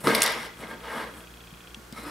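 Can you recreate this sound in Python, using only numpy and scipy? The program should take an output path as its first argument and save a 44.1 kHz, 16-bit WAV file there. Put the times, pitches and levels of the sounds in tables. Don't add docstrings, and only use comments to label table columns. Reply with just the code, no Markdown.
import sys
import numpy as np
from scipy import signal
from scipy.fft import rfft, irfft, next_fast_len
from scipy.io import wavfile
from scipy.ndimage import uniform_filter1d, map_coordinates

SR = 44100
rng = np.random.default_rng(int(sys.argv[2]) if len(sys.argv) > 2 else 0)


def pcm_store(signal):
    levels = np.round(np.clip(np.atleast_2d(signal), -1, 1) * 32767)
    wavfile.write(sys.argv[1], SR, levels.astype(np.int16).T)


def makeup_ratio(level_db):
    decades = np.asarray(level_db, float) / 20
    return 10 ** decades


N = 92830

# frequency in Hz, left-right likeness from 0 to 1.
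WOOD_ALIKE = [(200, 1), (1000, 1), (4000, 0.95), (10000, 0.99)]


def unit(x):
    return x / np.sqrt(np.mean(x ** 2) + 1e-20)


def along(points, hz):
    f, v = np.transpose(points)
    return np.interp(np.log(hz + 1), np.log(f + 1), v)


def closed(points):
    low_end, high_end = (points[0][0] * .5, -70), (points[-1][0] * 1.2, -70)
    ends = [low_end] + list(points) + [high_end]
    return lambda hz: makeup_ratio(along(ends, hz))


def resonant(peaks):
    def response(f):
        total = 0
        for k, (centre, width, db) in enumerate(peaks):
            mode = 1j * f * width / (centre * centre - f * f + 1j * f * width)
            total = total + (-1) ** k * makeup_ratio(db) * mode
        return total
    return response


def filtered(x, response):
    m = next_fast_len(N + SR // 2)
    return irfft(rfft(x, m) * response(np.fft.rfftfreq(m, 1 / SR)), m)[..., :N]


def wobble(rate):
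    knots = rng.standard_normal(int(N * rate / SR) + 4)
    return map_coordinates(knots, [np.arange(N) * rate / SR])


def paired(a, b, alike):
    def mid_side(hz):
        angle = np.arccos(np.clip(along(alike, hz), -1, 1)) / 2
        return np.array([np.cos(angle), np.sin(angle)])
    mid, side = filtered(np.array([a, b]), mid_side)
    return np.array([mid + side, mid - side])


def mains_hum():
    # multiple of the mains frequency, level in dB.
    harmonics = [(1, -53.5), (2, -58), (3, -55.5), (4, -81), (5, -65), (6, -65), (7, -70.5), (8, -63.5),
                 (19, -66), (20, -73), (24, -63.5)]
    mains_hz, waver_db = 58.9, 1.2
    phase = 2 * np.pi * mains_hz * np.arange(N) / SR + 0.086 * wobble(3.7)
    hum = np.zeros(N)
    for k, db in harmonics:
        hum += makeup_ratio(db - 0.5 + waver_db * wobble(7.17)) * np.cos(k * phase - 0.32 * k)
    return hum


def steady_hiss():
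    # frequency in Hz, level in dB per Hz.
    air_spectrum = [(15, -41), (25, -21), (63, 4.5), (87, -12.5), (200, -7.5), (363, -7), (545, -10.5),
                    (1020, -10.5), (1500, -9), (2100, -14.5), (16000, -26)]
    # frequency in Hz, left-right likeness from 0 to 1.
    air_alike = [(100, 0.99), (1000, 0.34), (4000, 0.37), (10000, 0.89)]
    a, b = filtered(rng.standard_normal((2, N)), closed(air_spectrum))
    return makeup_ratio(-50) * unit(paired(a, b, air_alike))


def slips():
    slips_per_s, spread_db, patchy_db = 6000, 2.5, 1.1
    hit = rng.random(N) < slips_per_s / SR
    size = makeup_ratio(spread_db * np.clip(rng.standard_normal(N), -2, 2))
    raw = hit * rng.standard_normal(N) * size + 0.47 * rng.standard_normal(N)
    z = signal.stft(raw, nperseg=256)[2]
    patches = uniform_filter1d(rng.standard_normal(z.shape), size=4, axis=0)
    patches = uniform_filter1d(patches, size=10, axis=1)
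    return unit(signal.istft(z * makeup_ratio(patchy_db * unit(patches)), nperseg=256)[1][:N])


def scrape():
    # time in seconds, speed as level in dB,
    # weight on the box in dB, dry rubbing hiss in dB.
    drag = [
        (.005, -45.5, -5, 1),
        (0.033, -55.5, 17, 5),
        (0.042, -36, 3, -2.5),
        (0.077, -24, 7, -10.5),
        (0.179, -27, 2, -18),
        (.27, -26, -11, -12.5),
        (.37, -35, -2, -14.5),
        (.46, -39.5, -4.5, -8.5),
        (.54, -52.5, 2, -42),
    ]
    nudges = [
        [(.57, -51.5, -3, -10), (.61, -42, -1, -7.5), (.64, -39, 1, -22), (.68, -46.5, 2.5, -15),
         (.712, -38, 1, -15), (.76, -47, 5, -30), (.8, -53.5, 9, -20)],
        [(.81, -48.5, 2, -17), (.848, -37.5, -13, -20.5), (.97, -32.5, -1, -15.5), (1.035, -33, -4, -20.5),
         (1.06, -41, 0, -21), (1.13, -49, 0, -12), (1.18, -49.5, 3.5, -2.5), (1.25, -51.5, 3, -13)],
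    ]
    lid_slide = [
        (1.928, -54, 12, -13),
        (1.955, -48, 0, -11),
        (1.98, -39, -2, -11),
        (2.025, -43, -1.5, -11.5),
        (2.039, -41, 3, -5),
        (2.053, -40, -3, -18),
        (2.07, -39.5, 4, -9),
        (2.105, -36.5, -5, -15),
    ]
    rasp_levels = [-5.5, -13.5, -16, -24]
    # frequency in Hz, level in dB per Hz.
    grain_spectrum = [(120, -48), (200, -33), (710, 2), (937, 8), (1780, 3.5), (2120, 1), (2520, -4),
                      (5460, -30.5), (6500, -23), (8450, -68), (14300, -120)]
    rasp_spectrum = [(2000, 10), (2500, -4.5), (3300, -0.5), (4500, -4.5), (5500, -4), (6100, -7),
                     (7500, -10)]
    rub_spectrum = [(6500, -9), (8000, -2), (10000, 0), (12000, -2), (14000, -16.5), (15800, -13)]
    # frequency in Hz, width in Hz, level in dB.
    panel_modes = [(469, 64, 3), (661, 17, 11), (903, 16, 5.5), (1273, 23, 12), (1599, 22, 6.5),
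                   (2170, 33, 9.5), (2910, 36, -2.5), (3230, 22, 0), (3680, 630, -12.5), (4580, 130, -7.5),
                   (5150, 1300, -18.5)]
    hollow_modes = [(215, 62, 3), (307, 20.6, 6.5), (440, 134, -1)]
    lid_modes = [(1287, 19, 1), (2155, 42, 0.5), (2510, 25, -12), (3220, 29, -17), (4000, 250, -13),
                 (4680, 44, -14), (5300, 150, -15)]
    seated_modes = [(1278, 27, 3.5), (1140, 33, 2), (2510, 26, -8), (3400, 60, -14), (4100, 150, -15),
                    (5200, 170, -11.5)]
    ring_db, lid_db, hollow_db, lid_grain_db, judder_db = -0.5, -0.5, -7, -1.5, .6
    lid_from_s, seat_s, seat_span_s = 1.6, 2.025, .03
    rasp_lift = 0.49

    t = np.arange(N) / SR
    speed, weight, rub, rasp = np.zeros((4, N))
    for rows, rasp_db in zip([drag, lid_slide, *nudges], rasp_levels):
        s, db, press_db, rub_db = np.transpose(rows)
        gain = makeup_ratio(np.interp(t, s, db, left=-120, right=-120))
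        press = np.interp(t, s, press_db)
        speed = speed + gain
        weight = weight + gain * makeup_ratio(press)
        rasp = rasp + gain * makeup_ratio(rasp_db - rasp_lift * press)
        rub = rub + gain * makeup_ratio(np.interp(t, s, rub_db))
    judder = makeup_ratio(judder_db * (wobble(61.44) + wobble(200)))
    on_bench = t < lid_from_s
    seated = np.clip((t - seat_s) / seat_span_s, 0, 1)

    def layer(drive, colour):
        return unit(filtered(drive, colour))

    def take(drive):
        fibres = np.where(on_bench, 1, makeup_ratio(lid_grain_db)) * layer(drive, closed(grain_spectrum))
        panels = makeup_ratio(ring_db) * layer(drive, resonant(panel_modes))
        lid = np.sqrt(1 - seated) * layer(drive, resonant(lid_modes))
        lid = lid + np.sqrt(seated) * layer(drive, resonant(seated_modes))
        wood = speed * 0.6 * (fibres + np.where(on_bench, panels, makeup_ratio(lid_db) * lid))
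        hollow = weight * makeup_ratio(hollow_db) * layer(drive, resonant(hollow_modes))
        edge = rasp * layer(slips(), closed(rasp_spectrum))
        hiss = rub * layer(rng.standard_normal(N), closed(rub_spectrum))
        return judder * (wood + hollow + edge + hiss)

    return paired(take(slips()), take(slips()), WOOD_ALIKE)


def damped_modes(rows):
    out, t = np.zeros(N + SR), np.arange(SR // 8) / SR
    for s, db, hz, t60 in rows:
        soft_start = 1 - np.exp(-t * hz * 3)
        ring = makeup_ratio(db + 1 - 60 * t / t60) * np.sin(2 * np.pi * hz * t)
        out[round(s * SR):][:len(t)] += ring * soft_start
    return out[:N]


def box_knocks():
    # start in seconds, peak in dB, frequency in Hz, t60 in seconds.
    knock_rows = [(.005, -36, 206, 0.034), (.0401, -33, 1150, 0.014), (.042, -22.5, 172, 0.05),
                  (.0712, -16, 227, 0.016), (.0713, -8, 327, 0.022), (.0716, -6, 1256, 0.015),
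                  (.151, -13, 2170, 0.024), (.22, -38, 1560, 0.038), (.637, -32.5, 2120, 0.025),
                  (.41, -42, 176.6, 0.5), (.597, -34, 181, 0.054), (1.527, -34, 163, 0.041),
                  (1.77, -35.5, 215, 0.061), (1.926, -25, 205, 0.026), (2.065, -32, 302, 0.048)]
    return damped_modes(knock_rows)


def focus_motor():
    # frequency in Hz, level in dB, t60 in seconds.
    housing_modes = [(2480, -1, .011), (2850, -2, .007), (3300, 0, .012), (3900, -5, .006),
                     (4500, -7, .006)]
    weak_step_db = np.array([[-4], [-11], [-2], [-9], [-9]])
    first_s, period_s, count = .0708, .033367, 50
    tick_db, echo_s, echo_db, detune = -44, .008, -5, .012
    out, t = np.zeros(N), np.arange(SR // 40) / SR
    hz, level, t60 = np.transpose(housing_modes)[:, :, None]
    soft_start = 1 - np.exp(-t / .001)
    draws = rng.standard_normal((count, 2, 3, len(housing_modes), 1))
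    for k, draw in enumerate(draws):
        for late_s, db, (size, pitch, phase) in zip((0, echo_s), (0, echo_db), draw):
            decay = makeup_ratio(level + weak_step_db * (k % 2) + 1.1 * size - 60 * t / t60)
            tone = np.sin(2 * np.pi * hz * (1 + detune * pitch) * t + 2 * phase)
            ring = decay * tone * soft_start
            start = round((first_s + k * period_s + late_s) * SR)
            out[start:][:len(t)] += makeup_ratio(tick_db + 8 + db) * ring.sum(axis=0)
    return out


def key_clinks():
    # start in seconds, peak in dB, centre in Hz, width in octaves, length in seconds.
    clink_rows = [(.1488, -13, 4700, .2, .006), (.1489, -15, 10500, .25, .006),
                  (.151, -17, 4700, .25, .008), (.1515, -17, 10700, .2, .008),
                  (.1545, -17, 10300, .22, .006), (.1555, -20, 4000, .5, .005),
                  (.1578, -21, 9500, .3, .003), (.1635, -20, 11500, .22, .003), (.169, -24, 9000, .3, .003),
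                  (.1795, -26, 10000, .2, .002), (.182, -24, 9000, .2, .003), (.189, -25, 10500, .25, .003),
                  (.2048, -22, 10000, .3, .003), (.2195, -5, 8500, .35, .0025),
                  (.2196, -11, 3500, .7, .0025), (.2207, -5, 7500, .4, .004), (.2208, -11, 2500, .7, .003),
                  (.223, -19, 10500, .2, .005), (.2312, -6, 11500, .33, .003), (.2313, -15, 4500, .5, .003),
                  (.238, -10, 10200, .33, .0035), (.2392, -17, 5000, .5, .004),
                  (.245, -24, 11000, .2, .004), (.2515, -24, 9000, .3, .005), (.2612, -14, 5500, .2, .008),
                  (.2625, -17, 11500, .35, .007), (.264, -18, 3600, .2, .012), (.277, -19, 9300, .25, .005),
                  (.3045, -26, 9800, .18, .003), (.322, -23, 9500, .18, .002),
                  (.3222, -29, 14000, .15, .002), (.0715, -19, 3700, .44, .008),
                  (.0716, -25, 10000, .15, .01), (1.9253, -35, 5000, .6, .004),
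                  (1.9255, -37, 9500, .45, .004)]
    # frequency in Hz, level in dB, t60 in seconds.
    key_modes = [(3600, 0, .03), (4750, 0, .03), (5370, 1, .022), (6840, 0, .02), (8000, 1, .02),
                 (9200, 0, .014), (10600, -1, .016), (11850, -3, .012), (13400, -4, .01)]
    key_db, scatter_db, crack_db, crack_s = -12, 2, 3, .001
    out, t = np.zeros((2, N + SR)), np.arange(2048) / SR
    f = np.fft.rfftfreq(len(t), 1 / SR)
    mode_hz, mode_db, t60 = np.transpose(key_modes)[:, :, None]
    noises = rng.standard_normal((len(clink_rows), 3, len(t)))

    def near(freq, hz, octaves):
        return np.exp(-.5 * (np.log2((freq + 1) / hz) / octaves) ** 2)

    for (s, db, hz, octaves, length), noise in zip(clink_rows, noises):
        band = irfft(rfft(noise[:2]) * near(f, hz, octaves) * hz / (f + hz))
        power = band[0] ** 2
        band = band / np.sqrt(uniform_filter1d(power, size=60, mode="wrap") + 0.21 * np.mean(power))
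        decay = makeup_ratio(mode_db + scatter_db * noise[2, :len(key_modes), None] - 60 * t / t60)
        ring = near(mode_hz, hz, octaves) * decay * np.sin(2 * np.pi * mode_hz * t)
        snap = 1 + makeup_ratio(crack_db) * np.exp(-t / crack_s)
        crack = makeup_ratio(-7 - 20 * t / length) * snap * band * (1 - np.exp(-t / .0001))
        out[:, round(s * SR):][:, :len(t)] += makeup_ratio(db) * (crack + makeup_ratio(key_db) * ring.sum(axis=0))
    return paired(*out[:, :N], WOOD_ALIKE)


def motor_stop():
    # start in seconds, peak in dB, frequency in Hz, t60 in seconds.
    stop_rows = [
        (1.7448, -33, 2720, .018),
        (1.7452, -38, 5720, .015),
        (1.7466, -30, 3300, .016),
        (1.7455, -41, 8200, .007),
        (1.7452, -41, 4000, .006),
        (1.7454, -42, 4800, .006),
        (1.745, -44, 6900, .005),
        (1.745, -46, 9600, .004),
    ]
    return damped_modes(stop_rows)


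def room_answer(x):
    # frequency in Hz, t60 in seconds.
    room_decay = [(200, 0.14), (2000, 0.53), (10000, 0.094)]
    hz, t, z = signal.stft(rng.standard_normal((2, SR // 2)), SR, nperseg=256)
    decay = makeup_ratio(-60 * t / along(room_decay, hz)[:, None])
    tail = signal.istft(z * decay, SR, nperseg=256)[1]
    tail = tail / np.linalg.norm(tail[0])
    delayed = np.pad(x, (200, 0))[None]
    return makeup_ratio(-12.5) * signal.fftconvolve(delayed, tail, axes=1)[:, :N]


def scene():
    # frequency in Hz, gain in dB.
    mic_response = [(60, -26), (140, 0.5), (5600, -0.5), (6100, -5), (6900, -5.5), (7800, -2),
                    (15500, -2.5)]
    left_db = .5
    contacts = scrape() + box_knocks() + key_clinks()
    near = filtered(contacts, lambda hz: makeup_ratio(along(mic_response, hz)))
    direct = near * makeup_ratio([[left_db], [-left_db]])
    camera = focus_motor() + motor_stop()
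    return direct + room_answer(near.mean(axis=0)) + camera + mains_hum() + steady_hiss()


def low_pass(x):
    return signal.sosfilt(signal.butter(12, 16670, fs=SR, output="sos"), x)


def record(dry):
    ceiling, top_hz = .75, 15720
    held = dry / (1 + np.abs(dry / ceiling) ** 4) ** .25
    limited = filtered(held, lambda hz: 1 / (1 + (hz / top_hz) ** 240))
    return low_pass(limited)


dry = scene()
out = record(dry)
pcm_store(out)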